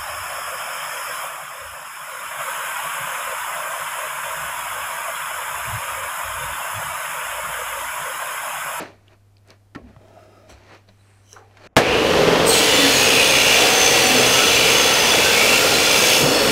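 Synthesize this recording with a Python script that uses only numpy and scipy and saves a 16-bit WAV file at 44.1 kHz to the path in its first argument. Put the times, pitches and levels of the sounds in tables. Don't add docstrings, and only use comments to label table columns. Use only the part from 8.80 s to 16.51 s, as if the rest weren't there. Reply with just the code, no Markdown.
import sys
import numpy as np
from scipy import signal
from scipy.fft import rfft, irfft, next_fast_len
from scipy.io import wavfile
from scipy.ndimage import uniform_filter1d

SR = 44100
rng = np.random.default_rng(int(sys.argv[2]) if len(sys.argv) > 2 else 0)


def attenuation_scalar(level_db):
    decades = np.asarray(level_db, float) / 20
    return 10 ** decades


def dump(signal):
    limited = np.clip(np.atleast_2d(signal).T, -1, 1)
    pcm = np.round(limited * 32767).astype(np.int16)
    wavfile.write(sys.argv[1], SR, pcm)


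N = 340011
T = np.arange(N) / SR
STEP = 16
BLOCK = 2048

SCENE_CHANGE_S, START_S, BITE_S, EXIT_S = 2.875, 2.98, 3.61, 7.42
TOOTH_COUNT, FREE_TOOTH_HZ = 50, 4390

# t/s, tooth rate f/Hz
SPEED = [(2.98, 2676), (3.05, 3298), (3.22, 3872), (3.4, 4170), (3.67, 4170), (3.8, 3970), (3.92, 3690),
         (4.1, 3335), (4.5, 3195), (5.0, 3110), (5.6, 3150), (5.92, 3215), (6.3, 3020), (6.42, 3120),
         (6.75, 3024), (7.0, 3172), (7.42, 3180), (7.5, 3440)]
# t/s, level/dB
FEED = [
    (3.65, -53),
    (3.74, -17),
    (4.67, -15.5),
    (5.58, -17),
    (6.21, -17),
    (6.7, -16.5),
    (7.33, -16),
    (7.49, -26.5),
    (7.71, -20.5),
]
# t/s, length/s, level/dB
WHISTLE_DB = (-38, -38.5, -47, -50)
SHRIEKS = [
    [(3.65, 0.18, -38), (4.5, .45, -43), (5.45, 0.36, -40), (6.45, .2, -43), (6.75, 0.6, -35)],
    [(3.655, 0.07, -26), (3.72, .09, -27), (3.78, .3, -43), (3.4, .32, -36), (4.085, 0.27, -26.5),
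     (4.4, .2, -33), (4.87, 0.3, -26), (5.25, 0.4, -30), (4.55, .3, -34), (6.42, 0.46, -47),
     (5.9, 0.2, -27.5), (6.08, 0.3, -29.5), (7.05, 0.45, -30)],
    [(3.65, .09, -37), (3.97, .12, -39), (4.25, 0.3, -42)],
    [(3.66, .06, -46)],
]
# f/Hz, density/(dB per Hz)
BITE = [(530, -6), (800, 0), (1050, -4), (1550, -4), (2390, 1), (3140, -8), (3410, 1), (3720, -4),
        (6120, -7.5), (7500, -26), (9750, -28), (16500, -120)]
# f/Hz, density/(dB per Hz)
CHIPS = [(2940, -19.5), (5000, -6.5), (5640, -4.5), (6260, -8), (6920, -7.5), (11000, -8.5), (12500, -10.5),
         (15700, -12.5)]
# t/s, length/s, level/dB
SPRAY = [
    (3.655, 0.058, -33),
    (7.1, 0.35, -37),
]
# f/Hz, width/Hz, level/dB
BLADE_MODES = [(1890, 115, -5.5), (2330, 21, 9), (2750, 540, 4.5), (2890, 20, -1), (4046, 180, -1),
               (5300, 96, -21)]
# f/Hz, width/Hz, level/dB
RIM_MODES = [(6620, 220, 1.5), (7270, 120, 3), (8000, 170, -1), (8470, 170, -2), (9800, 150, -10),
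             (12700, 230, -17)]
# t/s, length/s, level/dB, f/Hz
HOWLS = [(3.72, 0.46, -29, 2998), (4.15, 0.74, -26.5, 2640), (5.0, 0.46, -47, 2765),
         (5.45, 0.53, -31, 2653), (6.0, .45, -38, 2750), (6.48, 0.29, -31, 2400), (7.15, 0.32, -38, 2824)]
# f/Hz, width/Hz, steady level/dB
RINGS = [(1383, 127, -37.5), (3440, 80, -32.5), (4504, 90, -36), (5010, 62, -35.5)]
# t/s, length/s, level/dB
FLARES = [
    [(6.72, 0.17, -28)],
    [(4.3, .4, -34), (5.3, 0.84, -35), (6.2, 0.35, -29), (5.9, 0.43, -37), (7.0, .4, -33)],
    [(3.66, 0.22, -46), (6.38, .2, -44), (5.6, 0.4, -41)],
    [(5.9, 0.51, -40), (6.55, 0.35, -44), (7.05, .3, -37)],
]
# f/Hz, density/(dB per Hz)
CLATTER = [(500, -22), (700, 3.5), (1300, -2.5), (2000, 0), (2900, 1), (3500, -4), (4500, -20)]
# t/s, length/s, level/dB
STEADY_CUT = [(4.4, 1.33, -27), (5.7, 1.02, -26)]
# t/s, length/s, start f/Hz, end
# f/Hz, level/dB
SQUEALS = [(3.69, 0.07, 4350, 3900, -24.5), (3.68, .1, 4480, 4400, -28), (3.7, 0.13, 2900, 2510, -30),
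           (6.45, .17, 12450, 12300, -42), (6.62, .06, 12200, 12160, -35), (6.68, .14, 12050, 12030, -35),
           (6.8, .13, 12080, 12350, -38), (6.63, .08, 2380, 2700, -30), (3.702, 0.27, 6620, 6670, -30.5),
           (6.92, 0.07, 4030, 4046, -24.5), (7.3, 0.06, 3060, 3010, -22), (7.35, .05, 2880, 2720, -21)]
# t/s, length/s, level/dB, f/Hz
CRIES = [(3.8, 0.36, -28.5, 1966), (3.851, .27, -24.5, 3510), (3.9, 0.34, -29, 4320),
         (4.0, .3, -30.5, 1720), (4.15, 0.31, -22, 2537), (4.303, .2, -25, 2870), (4.48, .28, -23.5, 2844),
         (4.451, 0.33, -29, 2450), (4.66, 0.19, -25, 2365), (4.7, 0.53, -35, 1720), (4.72, .2, -32, 700),
         (4.801, 0.66, -31, 2680), (4.949, .36, -33, 1950), (5.0, .2, -34, 2420), (5.05, .36, -32.5, 4520),
         (5.3, .2, -32, 2450), (5.279, 0.49, -38, 1320), (5.448, 0.23, -33, 1470), (5.42, 0.31, -26, 2880),
         (5.7, .25, -36, 3902), (5.702, 0.2, -24.5, 2370), (5.72, 0.48, -27.5, 2956),
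         (5.698, 0.52, -29, 2696), (5.841, .42, -36, 1320), (6.1, 0.19, -31, 1850), (6.25, 0.27, -28, 2600),
         (6.347, .2, -30, 2330), (6.35, 0.22, -28.5, 1550), (6.52, 0.13, -23.5, 2190),
         (6.549, .14, -24, 2340), (6.67, 0.12, -21.5, 2720), (6.5, .17, -31, 1290), (6.9, .27, -28, 2467),
         (6.9, 0.29, -30, 1420), (6.952, .4, -29, 2750), (6.802, .15, -37, 5380), (7.15, 0.7, -31.5, 5390),
         (7.152, .2, -31, 1620), (7.449, .26, -33, 4400),
         (3.655, .11, -39, 8620), (3.897, .16, -40, 7290), (4.0, .6, -36, 8500), (4.65, 1.1, -36, 8060),
             (5.0, .3, -29, 5850), (3.698, .5, -36, 10000), (4.38, .17, -34, 9600), (6.405, .6, -36, 7350),
             (6.899, 0.49, -43, 8080), (5.45, 0.49, -29, 6080), (6.65, .2, -36, 5500),
             (5.55, .15, -44, 12500), (4.25, .15, -44, 12900), (7.33, .14, -35, 7250),
             (7.33, .14, -36, 6620), (7.15, .22, -41, 12500), (7.385, .05, -35, 12950),
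             (7.62, .06, -40, 13850), (7.5, .2, -38, 8550)]
# t/s, length/s, rms level/dB, f/Hz
TONES = [(4.68, .74, -34, 754), (5.48, .34, -33, 754), (5.32, .45, -32, 1325), (5.8, .4, -35, 1335),
         (5.44, .27, -35, 1450), (4.98, .2, -29, 560), (5.17, .17, -30, 560), (4.74, .13, -34, 690),
         (5.42, .25, -31, 2960), (5.85, .27, -32, 2990), (3.87, .2, -37, 7300), (5.4, .5, -34, 3300),
         (4.8, .3, -39, 1380), (3.2, 4.5, -36, 474), (3.2, 2.4, -36.5, 452), (5.8, 1.9, -38, 517),
         (4.0, 1.5, -36, 538), (3.87, .25, -31, 3500), (3.3, .4, -34, 409), (4.2, 2.5, -33.5, 3444),
         (6.7, .95, -36, 3490), (7.38, .33, -31, 4410), (4.3, 3.1, -42, 5017), (4.4, 1.5, -35, 2694),
         (4.2, 1.3, -35, 2440), (6.6, .35, -39, 1380), (4.9, 2.4, -39, 4504)]
# f/Hz, density/(dB per Hz)
CASE = [(12, -56), (20, -20.5), (130, -10.5), (156, -12.5), (188, -10.5), (320, -5), (367, -11),
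        (463, -1.5), (655, -8), (2080, -15.5), (2810, -14.5), (5000, -25.5), (6500, -38), (11000, -120)]
# f/Hz, density/(dB per Hz)
AIR = [(2350, -31), (4000, -3), (6260, -2.5), (6790, -6), (13600, -17.5), (15800, -24)]
# t/s, length/s, level/dB
DRIVE_DB = (-44.5, -38.5, -42)
SHUDDERS = [
    [(3.25, 0.5, -28.5), (4.05, 0.16, -42), (4.9, 1.1, -45), (7.4, .13, -42)],
    [(3.1, 0.48, -31), (3.88, 0.32, -29), (5.2, 0.32, -32), (7.4, 0.13, -27)],
    [(4.65, 1.27, -40)],
]
# t/s, length/s, level/dB
WHOOSH = [(2.99, 0.24, -29.5)]
# t/s, peak level/dB, t60/s
SWITCH = [
    (2.9614, -22, 0.034),
    (2.966, -3.5, 0.12),
    (2.981, -11, 0.15),
]
# f/Hz, density/(dB per Hz)
BANG = [(24, -50), (45, -17), (166, -2), (670, -2), (1080, -7.5), (1190, -7), (2450, -10.5), (4800, -21),
        (5720, -20.5), (15500, -38)]
# f/Hz, density/(dB per Hz)
RUMBLE = [(76, -46), (130, -8), (211, -4.5), (394, 1.5), (471, -4), (632, 0.5), (1100, -20), (1430, -50),
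          (2420, -120)]
# f/Hz, density/(dB per Hz)
SCUFF = [(470, -22), (800, -1.5), (1490, -3.5), (1920, -3), (2060, -7), (2380, -3), (3400, -18),
         (4420, -45), (7480, -120)]
# f/Hz, density/(dB per Hz)
GRIT = [(1590, -30), (2700, -1), (3270, -4), (4280, 1), (5060, -5), (6040, -5.5), (6830, -10), (15500, -29)]
# f/Hz, width/Hz, level/dB
GRIT_RING = [(3050, 300, -7), (4000, 120, -8), (5900, 500, -6), (7620, 300, -8), (10500, 400, -15)]
# peak t/s, rise/s, fall/s, level/dB, brightness/dB
STROKES = [(0.0, .01, .17, -32.5, -3.5), (.334, 0.19, .07, -56.5, -1), (.71, 0.088, 0.099, -50, -1.5),
           (.95, .002, 0.024, -36.5, -3), (.976, 0.027, 0.11, -55, -13), (1.09, 0.15, 0.27, -58.5, -6),
           (1.7, 0.033, 0.17, -49, -2.5), (1.946, 0.36, 0.12, -48, 0), (2.09, 0.025, 0.057, -59, -7),
           (2.3, 0.56, 0.91, -61.5, 4), (2.572, .12, 0.18, -61, -7), (2.873, 0.23, .004, -45, 0)]
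# peak t/s, rise/s, fall/s, level/dB
SING = [
    (1.698, 0.018, 0.097, -53),
    (2.08, 0.017, 0.28, -70),
    (2.534, 0.16, 0.13, -54),
]
# t/s, length/s, buzz level/dB
RIBS = [(1.12, 0.67, -53)]
# f/Hz, width/Hz, level/dB
RIB_RING = [(640, 45, 8), (800, 33, -14), (1260, 85, -1.5), (1600, 96, -14), (2000, 86, -18),
            (2350, 110, -17), (3050, 110, -18), (3670, 110, -17), (5000, 150, -17), (950, 68, -16),
            (370, 78, -7)]
# t/s, peak level/dB, f/Hz, width/Hz, t60/s
TICKS = [(0, -37, 640, 160, 0.37), (.281, -39, 3000, 903, 0.013), (.282, -67, 4600, 1500, .01),
         (.568, -49, 2900, 800, .014), (.569, -50, 4500, 900, .01), (.582, -56, 4000, 2500, .008),
         (.676, -50, 6000, 8000, .008), (.686, -50, 5000, 6000, .008), (0.705, -38, 4430, 2500, 0.008),
         (0.704, -49, 8500, 6000, .01), (2.079, -61, 4000, 600, .03), (2.088, -45, 4000, 600, .04),
         (2.089, -51, 1950, 600, .04), (2.523, -52, 1240, 900, .25), (2.562, -39, 1140, 700, 0.14),
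         (2.529, -49, 440, 130, .3), (2.585, -46, 440, 130, .4), (2.563, -37, 1300, 300, .08),
         (1.164, -46, 800, 900, .03), (0, -36, 260, 90, .3), (0, -42, 1200, 200, .2),
         (1.384, -44, 640, 120, .15), (.9493, -35, 1300, 1500, .05), (2.564, -44.5, 780, 150, 0.45),
         (.96, -42, 232, 60, 0.75), (1.163, -47, 900, 1000, .03), (1.366, -37, 640, 200, 0.1),
         (2.771, -43, 1500, 2500, 0.05), (2.77, -56, 5000, 4000, .04), (2.711, -56, 2000, 2500, .03),
         (2.929, -56, 550, 700, 0.081)]
# t/s, peak level/dB, f/Hz, t60/s
THUDS = [(.95, -36, 130, .12), (2.09, -46, 190, .15), (1.02, -39, 66, 0.47), (1.164, -27, 124, 0.053),
         (1.72, -37, 67, 0.28), (3.09, -30, 68, 0.34), (7.43, -12, 145, 0.19), (7.461, -12, 274, 0.16)]
# f/Hz, level/dB, t60/s
KNOCK = [(282, 4.5, 0.057), (560, -30, 0.38), (1100, -12, 0.11), (1320, -5, 0.04), (1800, -0.5, 0.021)]
# t/s, length/s, level/dB, f/Hz, width/Hz
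SCRAPES = [(1.69, .07, -60, 2450, 400), (1.69, .07, -62, 4200, 400), (1.86, .13, -58, 1900, 250),
           (1.88, .1, -60, 1250, 250), (1.88, .1, -62, 2450, 300), (1.88, .12, -57, 650, 300),
           (2.18, .05, -69, 4000, 200), (2.46, .1, -66, 3050, 300), (2.81, .065, -59, 2800, 500),
           (2.8, .075, -62, 4500, 500), (2.68, .15, -61, 780, 100), (1.0, .15, -52, 232, 50),
           (1.42, .2, -55, 660, 90), (1.3, .35, -70, 2730, 90), (2.52, .13, -55, 1300, 600),
           (2.15, .35, -69, 8500, 2600), (1.58, .1, -57, 660, 90)]
# f/Hz, density/(dB per Hz)
ROOM = [(15, -13), (30, -30), (60, -20), (130, -31), (250, -30.5), (565, -37), (746, -34), (857, -40),
        (3000, -49.5), (11400, -54), (15500, -60)]
# f/Hz, rms level/dB
HUM = [(100, -54.5), (200, -75)]
SIDE_S = [3.46, 3.853, 3.948, 3.994, 4.203, 4.968, 5.2, 5.27, 5.293, 5.387, 5.711, 6.13, 6.339, 6.456,
          6.573, 7.105, 7.129, 7.361, 7.5, 7.523]


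def blade(tooth_hz):
    gate, feed_db = curves(FEED, edge_s=0.028)
    tooth = (np.cumsum(tooth_hz) / SR).astype(int) % TOOTH_COUNT
    runout = uniform_filter1d(rng.standard_normal(TOOTH_COUNT), size=17, mode="wrap")
    depth = attenuation_scalar(1.1 * unit(runout)[tooth])
    cutting = attenuation_scalar(-3 * between(EXIT_S, 9, 0.032, 1))

    whistle = np.zeros(N)
    for multiple, (db, rows) in enumerate(zip(WHISTLE_DB, SHRIEKS), 1):
        whistle += swells(db, rows) * attenuation_scalar(0.98 * walk(14)) * band(multiple * tooth_hz, 74.0 * multiple)
    whistle *= depth * cutting ** 2

    hits = depth * grains(0.39, size=14)
    bite = colour(hits, BITE) + attenuation_scalar(-2.5) * ring(hits, BLADE_MODES, 1.5, rate=5)
    chips = colour(hits, CHIPS) + attenuation_scalar(-8.0) * ring(hits, RIM_MODES, 1.8, rate=5)
    chips *= cutting * swells(-27, SPRAY) * attenuation_scalar(0.5 * walk(9.9))

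    at_s, length_s, _, hz = np.transpose(HOWLS)
    howl_hz = np.interp(T, at_s + length_s / 2, hz) * (1 + 0.02 * walk(6))
    howl = swells(-30.5, HOWLS) * depth * band(howl_hz, 450.0)

    rings = np.zeros(N)
    for (hz, width_hz, db), rows in zip(RINGS, FLARES):
        rings += swells(db, rows) * attenuation_scalar(0.8 * walk(6)) * band(hz * (1 + 0.004 * walk(3)), width_hz)
    return gate * (whistle + rings + attenuation_scalar(feed_db - 6.5) * bite + chips + howl + clatter(tooth_hz))


def clatter(tooth_hz):
    points = 700
    turns = np.cumsum(tooth_hz) / SR / TOOTH_COUNT
    fresh = rng.standard_normal((N // points + 40, points))
    pattern = signal.lfilter([1], [1, -0.866], fresh, axis=0).ravel()
    knocks = np.interp(turns * points, np.arange(len(pattern)), pattern)
    return swells(-45, STEADY_CUT) * colour(knocks, CLATTER)


def squeals():
    out = np.zeros(N)
    held = [(at_s, length_s, hz, hz, db) for at_s, length_s, db, hz in CRIES]
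    for at_s, length_s, start_hz, end_hz, db in SQUEALS + held:
        span = span_of(at_s, length_s)
        part = (T[span] - at_s) / length_s
        glide_hz = end_hz - start_hz
        width_hz = start_hz / 23.4 / max(start_hz / 2800.0, 1)
        width_hz += 0.051 * abs(glide_hz) / length_s
        swell = np.abs(np.sin(np.pi * part)) ** 0.42
        out[span] += attenuation_scalar(db) * swell * band(start_hz + glide_hz * part, width_hz)
    return out


def tones():
    out = np.zeros(N)
    wander = 1 + 0.004 * walk(12)
    flicker = attenuation_scalar(3.5 * walk(22))
    for k, (at_s, length_s, db, hz) in enumerate(TONES):
        span = span_of(at_s, length_s)
        own = np.arange(N)[span] - k * SR // 9
        swell = np.abs(np.sin(np.pi * (T[span] - at_s) / length_s)) ** 0.5
        tone = np.sqrt(2) * np.sin(2 * np.pi * hz * np.cumsum(wander[own]) / SR)
        out[span] += attenuation_scalar(db) * swell * flicker[own] * tone
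    return out


def motor(tooth_hz):
    speed = tooth_hz / FREE_TOOTH_HZ
    loaded = between(BITE_S, EXIT_S - 0.05, 0.12, 0.067)
    kick = np.exp(-np.abs(T - START_S) / 0.012)
    roar_db = -16.5 + 9 * kick - 2.5 * loaded + 0.6 * walk(14)
    casing_db = -5.0 + 1.5 * (between(3.14, 9, 0.15, 1) - loaded)
    roar = colour(grains(1.28, size=80), CASE) + attenuation_scalar(casing_db) * band(np.full(N, 485.0), 160.0)

    turn_hz = tooth_hz / TOOTH_COUNT
    second, fourth, mesh = (swells(db, rows) * attenuation_scalar(0.8 * walk(4.0)) for db, rows in zip(DRIVE_DB, SHUDDERS))
    hum = second * np.sqrt(2) * np.sin(4 * np.pi * np.cumsum(turn_hz) / SR)
    hum += fourth * band(4 * turn_hz, 9.0)
    hum += mesh * band(np.full(N, 755.0), 15.0)
    rush = attenuation_scalar(-30.0) * speed ** 2.7 * colour(rng.standard_normal(N), AIR)

    whine = swells(-33.5, WHOOSH) * band(0.765 * tooth_hz, 570.0)
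    whine += attenuation_scalar(-52.5) * speed ** 0.8 * band(3.17 * tooth_hz, 200.0)
    running = between(START_S, 9, 0.019, 1)
    run_up = between(START_S, BITE_S, 0.036, 0.054)
    return running * (attenuation_scalar(roar_db) * speed ** 0.97 * roar + hum + rush) + run_up * whine


def speeded(x):
    free, cut = 0.46, 0.35
    share = free + (cut - free) * between(BITE_S, EXIT_S, 0.6, 0.2)
    y = x * np.sqrt(1 - share ** 2)
    for i in range(BLOCK, N, BLOCK):
        n = min(BLOCK, N - i)
        y[i:i + n] += share[i:i + n] * y[i - BLOCK:i - BLOCK + n]
    return y


def switch():
    out = np.zeros(N)
    for at_s, db, t60_s in SWITCH:
        add(out, at_s, attenuation_scalar(db) * colour(rng.standard_normal(SR // 4), BANG), t60_s)
    return out


def handling():
    rumble = colour(grains(0.64, size=200), RUMBLE)
    scuff = colour(grains(0.93, size=60), SCUFF)
    dust = grains(1.7, size=30)
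    grit = colour(dust, GRIT)
    out = swells(-150, RIBS) * ring(grains(1.3, size=40), RIB_RING, 3.0, rate=13.7)
    (at_s, length_s, _), = RIBS
    drag = between(at_s + 0.063, at_s + length_s - 0.2, 0.03, 0.16)
    out += drag * (attenuation_scalar(-54) * rumble + attenuation_scalar(-71) * scuff)

    for at_s, rise_s, fall_s, db, bright_db in STROKES:
        rub = attenuation_scalar(db - bright_db) * rumble + attenuation_scalar(db) * scuff
        rub += attenuation_scalar(db - 7.5 + 0.2 * bright_db) * grit
        out += stroke(at_s, rise_s, fall_s) * rub
    plate = ring(dust, GRIT_RING, 2.2, rate=19)
    for at_s, rise_s, fall_s, db in SING:
        out += stroke(at_s, rise_s, fall_s) * attenuation_scalar(db + 1.0) * plate
    strikes(out)
    return out


def strikes(out):
    t = T[:SR // 2]
    for at_s, db, hz, width_hz, t60_s in TICKS:
        peak = signal.iirpeak(hz, hz / width_hz, SR)
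        strike = rng.standard_normal(SR // 6)
        strike[0] += 5.8
        snap = signal.lfilter(*peak, signal.lfilter(*peak, strike))
        add(out, at_s, attenuation_scalar(db - 2.5) * unit(snap), t60_s)
    for at_s, db, hz, t60_s in THUDS:
        add(out, at_s, attenuation_scalar(db) * np.sin(2 * np.pi * hz * t) * (1 - np.exp(-t / 0.0075)), t60_s)
    knock_s, knock_db = 0.96, -28.5
    for hz, db, t60_s in KNOCK:
        add(out, knock_s, attenuation_scalar(knock_db + db) * np.sin(2 * np.pi * hz * t), t60_s)
    add(out, knock_s, attenuation_scalar(-58) * rng.standard_normal(len(t)), 0.018)


def scrapes():
    out = np.zeros(N)
    for at_s, length_s, db, hz, width_hz in SCRAPES:
        span = span_of(at_s, length_s)
        out[span] += swells(-150, [(at_s, length_s, db)])[span] * band(hz + 0 * T[span], width_hz)
    return out


def workshop():
    air = attenuation_scalar(-61 + 0.29 * walk(5.1)) * colour(rng.standard_normal(N), ROOM)
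    hum = np.zeros(N)
    for hz, db in HUM:
        hum += attenuation_scalar(db + 0.29 * walk(4.9)) * np.sqrt(2) * np.sin(2 * np.pi * hz * T)
    return np.where(T < SCENE_CHANGE_S, air + hum, attenuation_scalar(0.5) * uniform_filter1d(air, size=10))


def unit(x):
    return x / np.sqrt(np.mean(x ** 2))


def span_of(at_s, length_s):
    return slice(int(at_s * SR), int((at_s + length_s) * SR))


def curves(table, edge_s=0.01):
    s, *columns = np.transpose(table)
    gate = np.clip(np.minimum(T - s[0], s[-1] + edge_s - T) / edge_s, 0, 1)
    return gate, *(np.interp(T, s, c) for c in columns)


def stretch(coarse, size=N):
    return np.interp(np.arange(size) / STEP, np.arange(len(coarse)), coarse)


def walk(rate_hz):
    k = int(SR / STEP / rate_hz)
    held = np.repeat(rng.standard_normal(N // STEP // k + 2), k)
    return stretch(unit(uniform_filter1d(uniform_filter1d(held, k), k)))


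def colour(x, spectrum):
    hz, db = np.transpose(spectrum)
    size = next_fast_len(len(x))
    f = np.arange(size // 2 + 1) * SR / size + 1
    gain = attenuation_scalar(np.interp(np.log(f), np.log(hz), db, -150, -150))
    return unit(irfft(rfft(x, size) * gain, size)[:len(x)])


def grains(spread_db, size):
    loudness = attenuation_scalar(spread_db * rng.exponential(size=N // size + 1))
    return rng.standard_normal(N) * np.repeat(loudness, size)[:N]


def ring(x, modes, patchy_db, rate):
    out = np.zeros(N)
    for hz, width_hz, db in modes:
        mode = signal.lfilter(*signal.iirpeak(hz, hz / width_hz, SR), x)
        out += attenuation_scalar(db + patchy_db * walk(rate)) * mode
    return unit(out)


def band(hz, width_hz):
    b, a = signal.butter(2, width_hz / 2, fs=SR / STEP)
    even, odd = signal.lfilter(b, a, rng.standard_normal((2, len(hz) // STEP + 2)))
    phase = 2 * np.pi * np.cumsum(hz) / SR
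    return unit(stretch(even, size=len(hz)) * np.cos(phase) + stretch(odd, size=len(hz)) * np.sin(phase))


def add(out, at_s, sound, t60_s):
    i = int(at_s * SR)
    n = min(len(sound), N - i)
    out[i:i + n] += sound[:n] * 1000.0 ** (-T[:n] / t60_s)


def swells(steady_db, rows):
    out = np.full(N, attenuation_scalar(steady_db))
    for at_s, length_s, db, *_ in rows:
        span = span_of(at_s, length_s)
        out[span] += attenuation_scalar(db) * np.abs(np.sin(np.pi * (T[span] - at_s) / length_s)) ** 0.6
    return out


def stroke(at_s, rise_s, fall_s):
    t = T[:int(SCENE_CHANGE_S * SR)]
    gain = attenuation_scalar(-31.5 * np.maximum((at_s - t) / rise_s, (t - at_s) / fall_s))
    return np.pad(gain, (0, N - len(t)))


def between(from_s, to_s, in_s, out_s):
    return np.clip(np.minimum((T - from_s) / in_s, (to_s - T) / out_s + 1), 0, 1)


def split_bands(x):
    side = np.zeros(N)
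    window = np.sin(np.pi * np.arange(BLOCK) / BLOCK) ** 2
    f_khz = np.arange(BLOCK // 2 + 1) * SR / BLOCK / 1000
    for at_s in SIDE_S:
        i = int(at_s * SR) - BLOCK // 2
        low_khz = rng.uniform(4.5, 14.2, size=(2, 1))
        inside = np.any((f_khz > low_khz) & (f_khz < low_khz + 1.7), axis=0)
        scrambled = rfft(x[0, i:i + BLOCK]) * np.exp(2j * np.pi * rng.random(len(f_khz)))
        side[i:i + BLOCK] += attenuation_scalar(-2.5) * window * irfft(scrambled * inside, BLOCK)
    return x + np.array([side, -side])


def scene():
    tooth_hz = curves(SPEED)[1]
    sawing = speeded(blade(tooth_hz) + squeals() + tones() + motor(tooth_hz))
    mono = sawing + switch() + handling() + scrapes() + workshop()
    return np.array([mono, mono])


def top_cut(x):
    return signal.sosfilt(signal.butter(12, 17080, fs=SR, output="sos"), x)


def record(dry):
    low_pass = signal.ellip(10, 0.2, 70, 15800, fs=SR, output="sos")
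    clipped = np.clip(signal.sosfilt(low_pass, dry), -1, 1)
    return top_cut(split_bands(clipped))


dry = scene()
out = record(dry)
dump(out)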